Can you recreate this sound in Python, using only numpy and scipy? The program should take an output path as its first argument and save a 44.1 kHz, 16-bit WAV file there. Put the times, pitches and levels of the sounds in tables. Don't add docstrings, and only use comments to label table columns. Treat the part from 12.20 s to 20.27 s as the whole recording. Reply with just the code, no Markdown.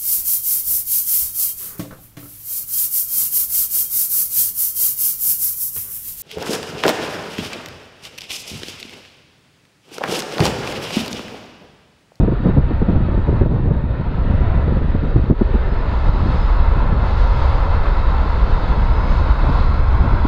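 import sys
import numpy as np
from scipy import signal
from scipy.fft import rfft, irfft, next_fast_len
from scipy.io import wavfile
from scipy.ndimage import uniform_filter1d, minimum_filter1d, map_coordinates

SR = 44100
rng = np.random.default_rng(int(sys.argv[2]) if len(sys.argv) > 2 else 0)


def waveform_to_disk(signal):
    frames = np.transpose(np.atleast_2d(signal))
    scaled = np.clip(frames, -1, 1) * 32767
    samples = np.round(scaled).astype(np.int16)
    wavfile.write(sys.argv[1], SR, samples)


N = 355887

# time_s, rumble_db, flutter_db
WIND_LEVELS = [(0, -13.5, -9.5), (0.17, -21.5, -21.5), (0.4, -17.5, -22), (1.35, -19, -17.5),
               (1.8, -20.5, -22), (2.2, -14, -22), (2.55, -15.5, -21.5), (3.2, -16, -27),
               (3.8, -15.5, -24.5), (4.4, -13, -28), (5.5, -15, -31.5), (6.6, -13.5, -23.5),
               (8.07, -14, -29)]
# peak_s, level_db, length_s
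FLUTTER_GUSTS = [(0.076, -17, 0.093), (0.33, -19, 0.13), (0.787, -17.5, 0.14), (1.145, -20.5, 0.059),
                 (1.313, -19, 0.15), (1.646, -18.5, 0.027), (2.118, -18.5, 0.058), (2.242, -17.5, 0.043),
                 (2.526, -19.5, 0.28), (2.835, -22, 0.076), (2.987, -18, 0.035), (4.047, -20, 0.16),
                 (4.574, -22.5, 0.047), (4.736, -20.5, 0.25), (5.158, -25.5, 0.044), (5.323, -30.5, 0.048),
                 (6.47, -27, 0.084), (6.617, -23, 0.06), (7.298, -20, 0.055), (7.886, -19, 0.18)]
# time_s, roar_db, hiss_db
ENGINE_LEVELS = [(0.1, -38, -56), (1.18, -37, -54), (1.3, -41.5, -57), (1.65, -39.5, -57.5),
                 (2.0, -36, -53.5), (2.35, -33.3, -52.5), (2.65, -38, -53.5), (3.3, -36.5, -52),
                 (3.5, -34.5, -51.5), (3.75, -31.5, -48.5), (4.05, -30.5, -48), (4.4, -30, -49),
                 (4.75, -29.5, -49), (5.02, -29.7, -47), (5.3, -28, -46.5), (5.5, -29, -47.5),
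                 (5.9, -29, -47.3), (6.35, -30, -47), (6.85, -29.5, -48), (7.13, -28, -47),
                 (7.34, -27, -47.5), (7.52, -30, -48), (7.82, -28, -48.5), (8.0, -29, -48)]
# peak_s, rise_db, half_width_s
HISS_SURGES = [(0.24, 2.5, 0.033), (4.04, 1.5, .08), (4.2, 2.5, 0.081), (4.97, 1.6, 0.11),
               (5.2, 1.3, 0.099), (6.95, 3, 0.069), (7.35, 2, .09)]
# time_s, level_db
WHINE_LEVELS = [(0.2, -79), (1.5, -85), (1.9, -77), (3.32, -76), (3.52, -64), (3.75, -70), (3.9, -62),
                (4.08, -64.5), (4.23, -57.5), (4.4, -70), (4.8, -71.5), (5.24, -60), (5.48, -66),
                (6.18, -66), (6.36, -62), (6.56, -67), (6.92, -55.5), (7.2, -69), (7.8, -65), (8.0, -66)]
# pitch_hz, level_db, start_s, end_s
BLADE_TONES = [(5049, 0, 0, 9), (2247, 6, 5.9, 9), (6127, -11, 6.55, 7.35), (7745, -19, 0, 3.4),
               (10100, -27, 3.6, 6.6), (11740, -33, 0, 9)]
# start_s, level_db, length_s
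HARD_EDDIES = [(0.023, -13.5, 0.04), (0.076, -8, 0.018), (0.119, -7, .011), (0.246, -8, 0.037),
               (0.286, -11, 0.03), (0.364, -8, 0.038), (0.505, -14, 0.018), (0.614, -10.5, 0.022),
               (0.681, -8, 0.031), (0.732, -14, 0.012), (0.753, -9, 0.01), (0.883, -11.5, 0.016),
               (0.942, -11, 0.018), (0.974, -8.5, 0.012), (1.079, -12, 0.026), (1.123, -7.5, 0.012),
               (1.21, -6, 0.028), (1.254, -13.5, 0.021), (1.332, -14, 0.02), (1.359, -10, 0.017),
               (1.395, -11, 0.0084), (1.456, -9.5, 0.011), (1.504, -10, 0.021), (2.476, -13, .014),
               (2.518, -11, 0.011), (2.55, -16, 0.0073), (2.568, -12.5, 0.015), (2.612, -13, 0.012),
               (2.747, -7, 0.013), (2.957, -6, 0.017), (2.99, -16.5, 0.013), (3.036, -15.5, 0.015),
               (3.097, -3, 0.039), (3.208, -6.5, 0.023), (3.34, -8, 0.021), (4.056, -12.5, 0.016),
               (7.287, -13.5, .018), (8.049, -6.5, 0.016)]
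# peak_s, peak_db, half_width_s
PRESSURE_KICKS = [(0.119, -6, 0.0013), (.763, -0.5, 0.0024), (1.22, 0, 0.0017), (2.821, -4, 0.0028),
                  (2.961, -4, 0.0021), (3.115, 7.5, 0.0018), (3.894, 2.5, 0.0024), (7.939, -6, 0.0028),
                  (8.053, -1.5, 0.0011)]

# frequency_hz, density_db
RUMBLE_SPECTRUM = [(8, -11.5), (20, -3.5), (32, 2), (48, -3), (64, -0.5), (88, -10.5), (130, -22),
                   (250, -45), (600, -68), (1500, -120)]
FLUTTER_SPECTRUM = [(40, -29), (90, 4), (140, 0.5), (225, -7), (320, -14.5), (500, -22.5), (1000, -36),
                    (2000, -59), (5000, -110)]
FINE_EDDY_SPECTRUM = [(30, -9.5), (80, 7.5), (200, 1), (300, -6), (420, -9), (600, -19), (1000, -26),
                      (2000, -44.5), (5000, -79), (10000, -120)]
# frequency_hz, density_db
SIDE_ROAR_SPECTRUM = [(60, -9.5), (300, 0), (550, 3), (780, -5), (960, 0.5), (1110, -6.5), (1380, -4),
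                      (1650, -11), (1780, -8), (1900, -10), (2350, -18), (2600, -16), (3000, -25),
                      (4000, -51), (6000, -84)]
AFT_ROAR_SPECTRUM = [(60, -6), (200, -4.5), (380, -3.5), (520, 0.5), (740, -4), (900, 1), (1020, 1.5),
                     (1180, -5.3), (1340, -2), (1580, -10.5), (1740, -9.5), (1840, -14.5), (2080, -12),
                     (2370, -21), (2630, -16), (3000, -31), (5000, -63)]
AWAY_ROAR_SPECTRUM = [(60, -10), (300, -4), (560, -3), (780, -4.5), (1040, 2), (1200, -6.5), (1340, -1.5),
                      (1800, -15.5), (2150, -15), (2400, -22), (2650, -17.5), (2900, -34), (5000, -60.5)]
# frequency_hz, density_db
HISS_SPECTRUM = [(1500, -32.5), (2600, -10), (2950, -2), (3150, -2), (3420, 0.8), (3570, -1), (3800, 1.5),
                 (4080, -2), (4330, -1.3), (4650, -6), (4900, -8), (5350, -15), (5750, -18.5), (6800, -23),
                 (7700, -27), (9000, -38), (15000, -45.5)]
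# frequency_hz, density_db
BLOW_SPECTRUM = [(30, -11.5), (80, 5), (200, 2.5), (300, -3), (440, -7), (620, -17.5), (1000, -25),
                 (2000, -45), (5000, -78), (10000, -120)]

SWELL_DB, SWELLS_PER_S = 1.12, 7
CHOP_DB, CHOPS_PER_S = 2.5, 16
WAKE_DELAY_S, WAKE_S, WAKE_DEPTH = 0.063, 0.019, 0.84
BREAKUP = 2
TURN_START_S, TURN_END_S = 3.34, 3.82
AWAY_START_S, AWAY_END_S = 6.69, 7.3
FULL_HISS_DB = -47.5
TOP_HZ = 15700


def amp(db):
    return 10 ** (np.asarray(db) / 20)


def unit(x):
    return x / np.sqrt(np.mean(x ** 2) + 1e-20)


def curves(rows):
    times, *columns = np.transpose(rows)
    t = np.arange(N) / SR
    return [np.interp(t, times, column) for column in columns]


def wobble(rate):
    knots = rng.standard_normal(int(N * rate / SR) + 4)
    return map_coordinates(knots, [np.arange(N) * rate / SR])


def bell(peak, width):
    return np.exp(-((np.arange(N) / SR - peak) / width) ** 2)


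def fade_in(start, end):
    return np.clip((np.arange(N) / SR - start) / (end - start), 0, 1)


def filtered(x, response):
    size = next_fast_len(N + SR // 2)
    hz = np.fft.rfftfreq(size, 1 / SR)
    return irfft(rfft(x, size) * response(hz), size)[:N]


def coloured(x, spectrum):
    points_hz, points_db = np.transpose(spectrum)

    def response(hz):
        return amp(np.interp(np.log(hz + 1), np.log(points_hz + 1), points_db))

    return unit(filtered(x, response))


def patchy(depth_db):
    bands = signal.stft(rng.standard_normal(N), nperseg=2048)[2]
    across_pitch = uniform_filter1d(rng.standard_normal(bands.shape), size=5, axis=0)
    patches = unit(uniform_filter1d(across_pitch, size=8, axis=1))
    return signal.istft(bands * amp(depth_db * patches), nperseg=2048)[1][:N]


def steadied(x, span):
    power = uniform_filter1d(x ** 2, max(int(span * SR), 2))
    power = uniform_filter1d(power, max(int(span * SR / 2), 2))
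    return unit(x / np.sqrt(np.abs(power) + 1e-3))


def wind(rumble_db=0.96, flutter_db=-2.0, lump_db=4.0, fine_db=-9, fine_onset_db=-20, fine_growth=0.44):
    rumble, flutter = curves(WIND_LEVELS)
    breeze = amp(flutter + flutter_db + CHOP_DB * np.tanh(wobble(CHOPS_PER_S)))
    gusts = sum(amp(db) * bell(s, length / 2) for s, db, length in FLUTTER_GUSTS)
    wakes = sum(amp(db) ** 2 * bell(s + WAKE_DELAY_S, WAKE_S) for s, db, _ in HARD_EDDIES)
    flow = np.hypot(breeze, gusts) / (1 + WAKE_DEPTH * wakes)
    heave = amp(rumble + rumble_db + SWELL_DB * wobble(SWELLS_PER_S)) / (1 + BREAKUP * gusts)

    low = steadied(coloured(rng.standard_normal(N), RUMBLE_SPECTRUM), span=0.12)
    coarse = steadied(coloured(rng.standard_normal(N), FLUTTER_SPECTRUM), span=0.037)
    fine = steadied(coloured(rng.standard_normal(N), FINE_EDDY_SPECTRUM), span=0.0081)
    lumps = unit(amp(lump_db * np.tanh(wobble(55))))
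    fine_gain = lumps * amp(fine_db + fine_growth * np.minimum(flutter - fine_onset_db, 0))
    return heave * low + flow * lumps * (coarse + fine_gain * fine)


def jet(aft_db=3.0, away_db=2.0, side_db=5.0, hiss_db=2.0, beam_growth=0.66, beam_hz=4200, waver_db=0.7):
    roar, hiss = curves(ENGINE_LEVELS)
    hiss = hiss + sum(db * bell(s, width) for s, db, width in HISS_SURGES)
    aft, away = fade_in(TURN_START_S, TURN_END_S), fade_in(AWAY_START_S, AWAY_END_S)

    side_roar = amp(side_db) * coloured(patchy(depth_db=1.75), SIDE_ROAR_SPECTRUM)
    aft_roar = amp(aft_db) * coloured(patchy(depth_db=0.46), AFT_ROAR_SPECTRUM)
    away_roar = amp(away_db) * coloured(patchy(depth_db=1.2), AWAY_ROAR_SPECTRUM)
    behind = np.sqrt(1 - away) * aft_roar + np.sqrt(away) * away_roar
    exhaust = np.sqrt(1 - aft) * side_roar + np.sqrt(aft) * behind

    fizz = coloured(patchy(depth_db=1.77), HISS_SPECTRUM)
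    beamed = filtered(fizz, lambda hz: 1 - 1 / (1 + (hz / beam_hz) ** 20))
    beam_gain = amp(beam_growth * (hiss - FULL_HISS_DB))
    fizz = fizz + (beam_gain - 1) * beamed

    air = amp(waver_db * wobble(18))
    return air * (amp(roar) * exhaust + amp(hiss + hiss_db) * fizz)


def whine(drift=0.0005, scatter=0.45, flickers_per_s=30):
    t = np.arange(N) / SR
    level, = curves(WHINE_LEVELS)
    speed = 1 + drift * wobble(5) + drift * wobble(70)
    wavering_time = np.cumsum(speed) / SR
    tones = np.zeros(N)
    for hz, db, start, end in BLADE_TONES:
        heard = np.clip(np.minimum(t - start, end - t) / 0.28, 0, 1)
        scattered = wobble(flickers_per_s) + 1j * wobble(flickers_per_s)
        flicker = unit(np.abs(1 + scatter * scattered))
        tones += heard * amp(db) * flicker * np.sin(2 * np.pi * hz * wavering_time)
    return amp(level) * np.sqrt(2) * tones


def blows(level_db=-1, rise_s=0.0065):
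    t = np.arange(N) / SR
    force = np.zeros(N)
    for s, db, length in HARD_EDDIES:
        age = np.maximum(t - s + rise_s / 2, 0)
        swell = 1 - np.exp(-(age / rise_s) ** 2)
        break_off = np.exp(-(age / length) ** 4)
        force += amp(db + level_db) * swell * break_off
    return force * steadied(coloured(rng.standard_normal(N), BLOW_SPECTRUM), span=0.025)


def pops():
    return sum(amp(db) * bell(s, width) for s, db, width in PRESSURE_KICKS)


def scene():
    return (wind() + jet() + whine() + blows() + pops())[None]


def limiter(x, ceiling=0.93, hold=1100, release_db=150):
    over_db = 20 * np.log10(np.maximum(np.abs(x) / ceiling, 1))
    ramp = release_db * np.arange(N) / SR
    cut_db = np.maximum.accumulate(over_db + ramp) - ramp
    gain = minimum_filter1d(amp(-cut_db), size=hold, origin=hold // 2 - 90)
    return x * uniform_filter1d(uniform_filter1d(gain, size=110), size=70)


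def record(dry, self_noise_db=-81.0):
    taken = limiter(dry[0]) + amp(self_noise_db) * rng.standard_normal(N)
    low_pass = signal.ellip(10, 0.1, 80, TOP_HZ, fs=SR, output="sos")
    return signal.sosfilt(low_pass, taken)[None]


dry = scene()
out = record(dry)
waveform_to_disk(out)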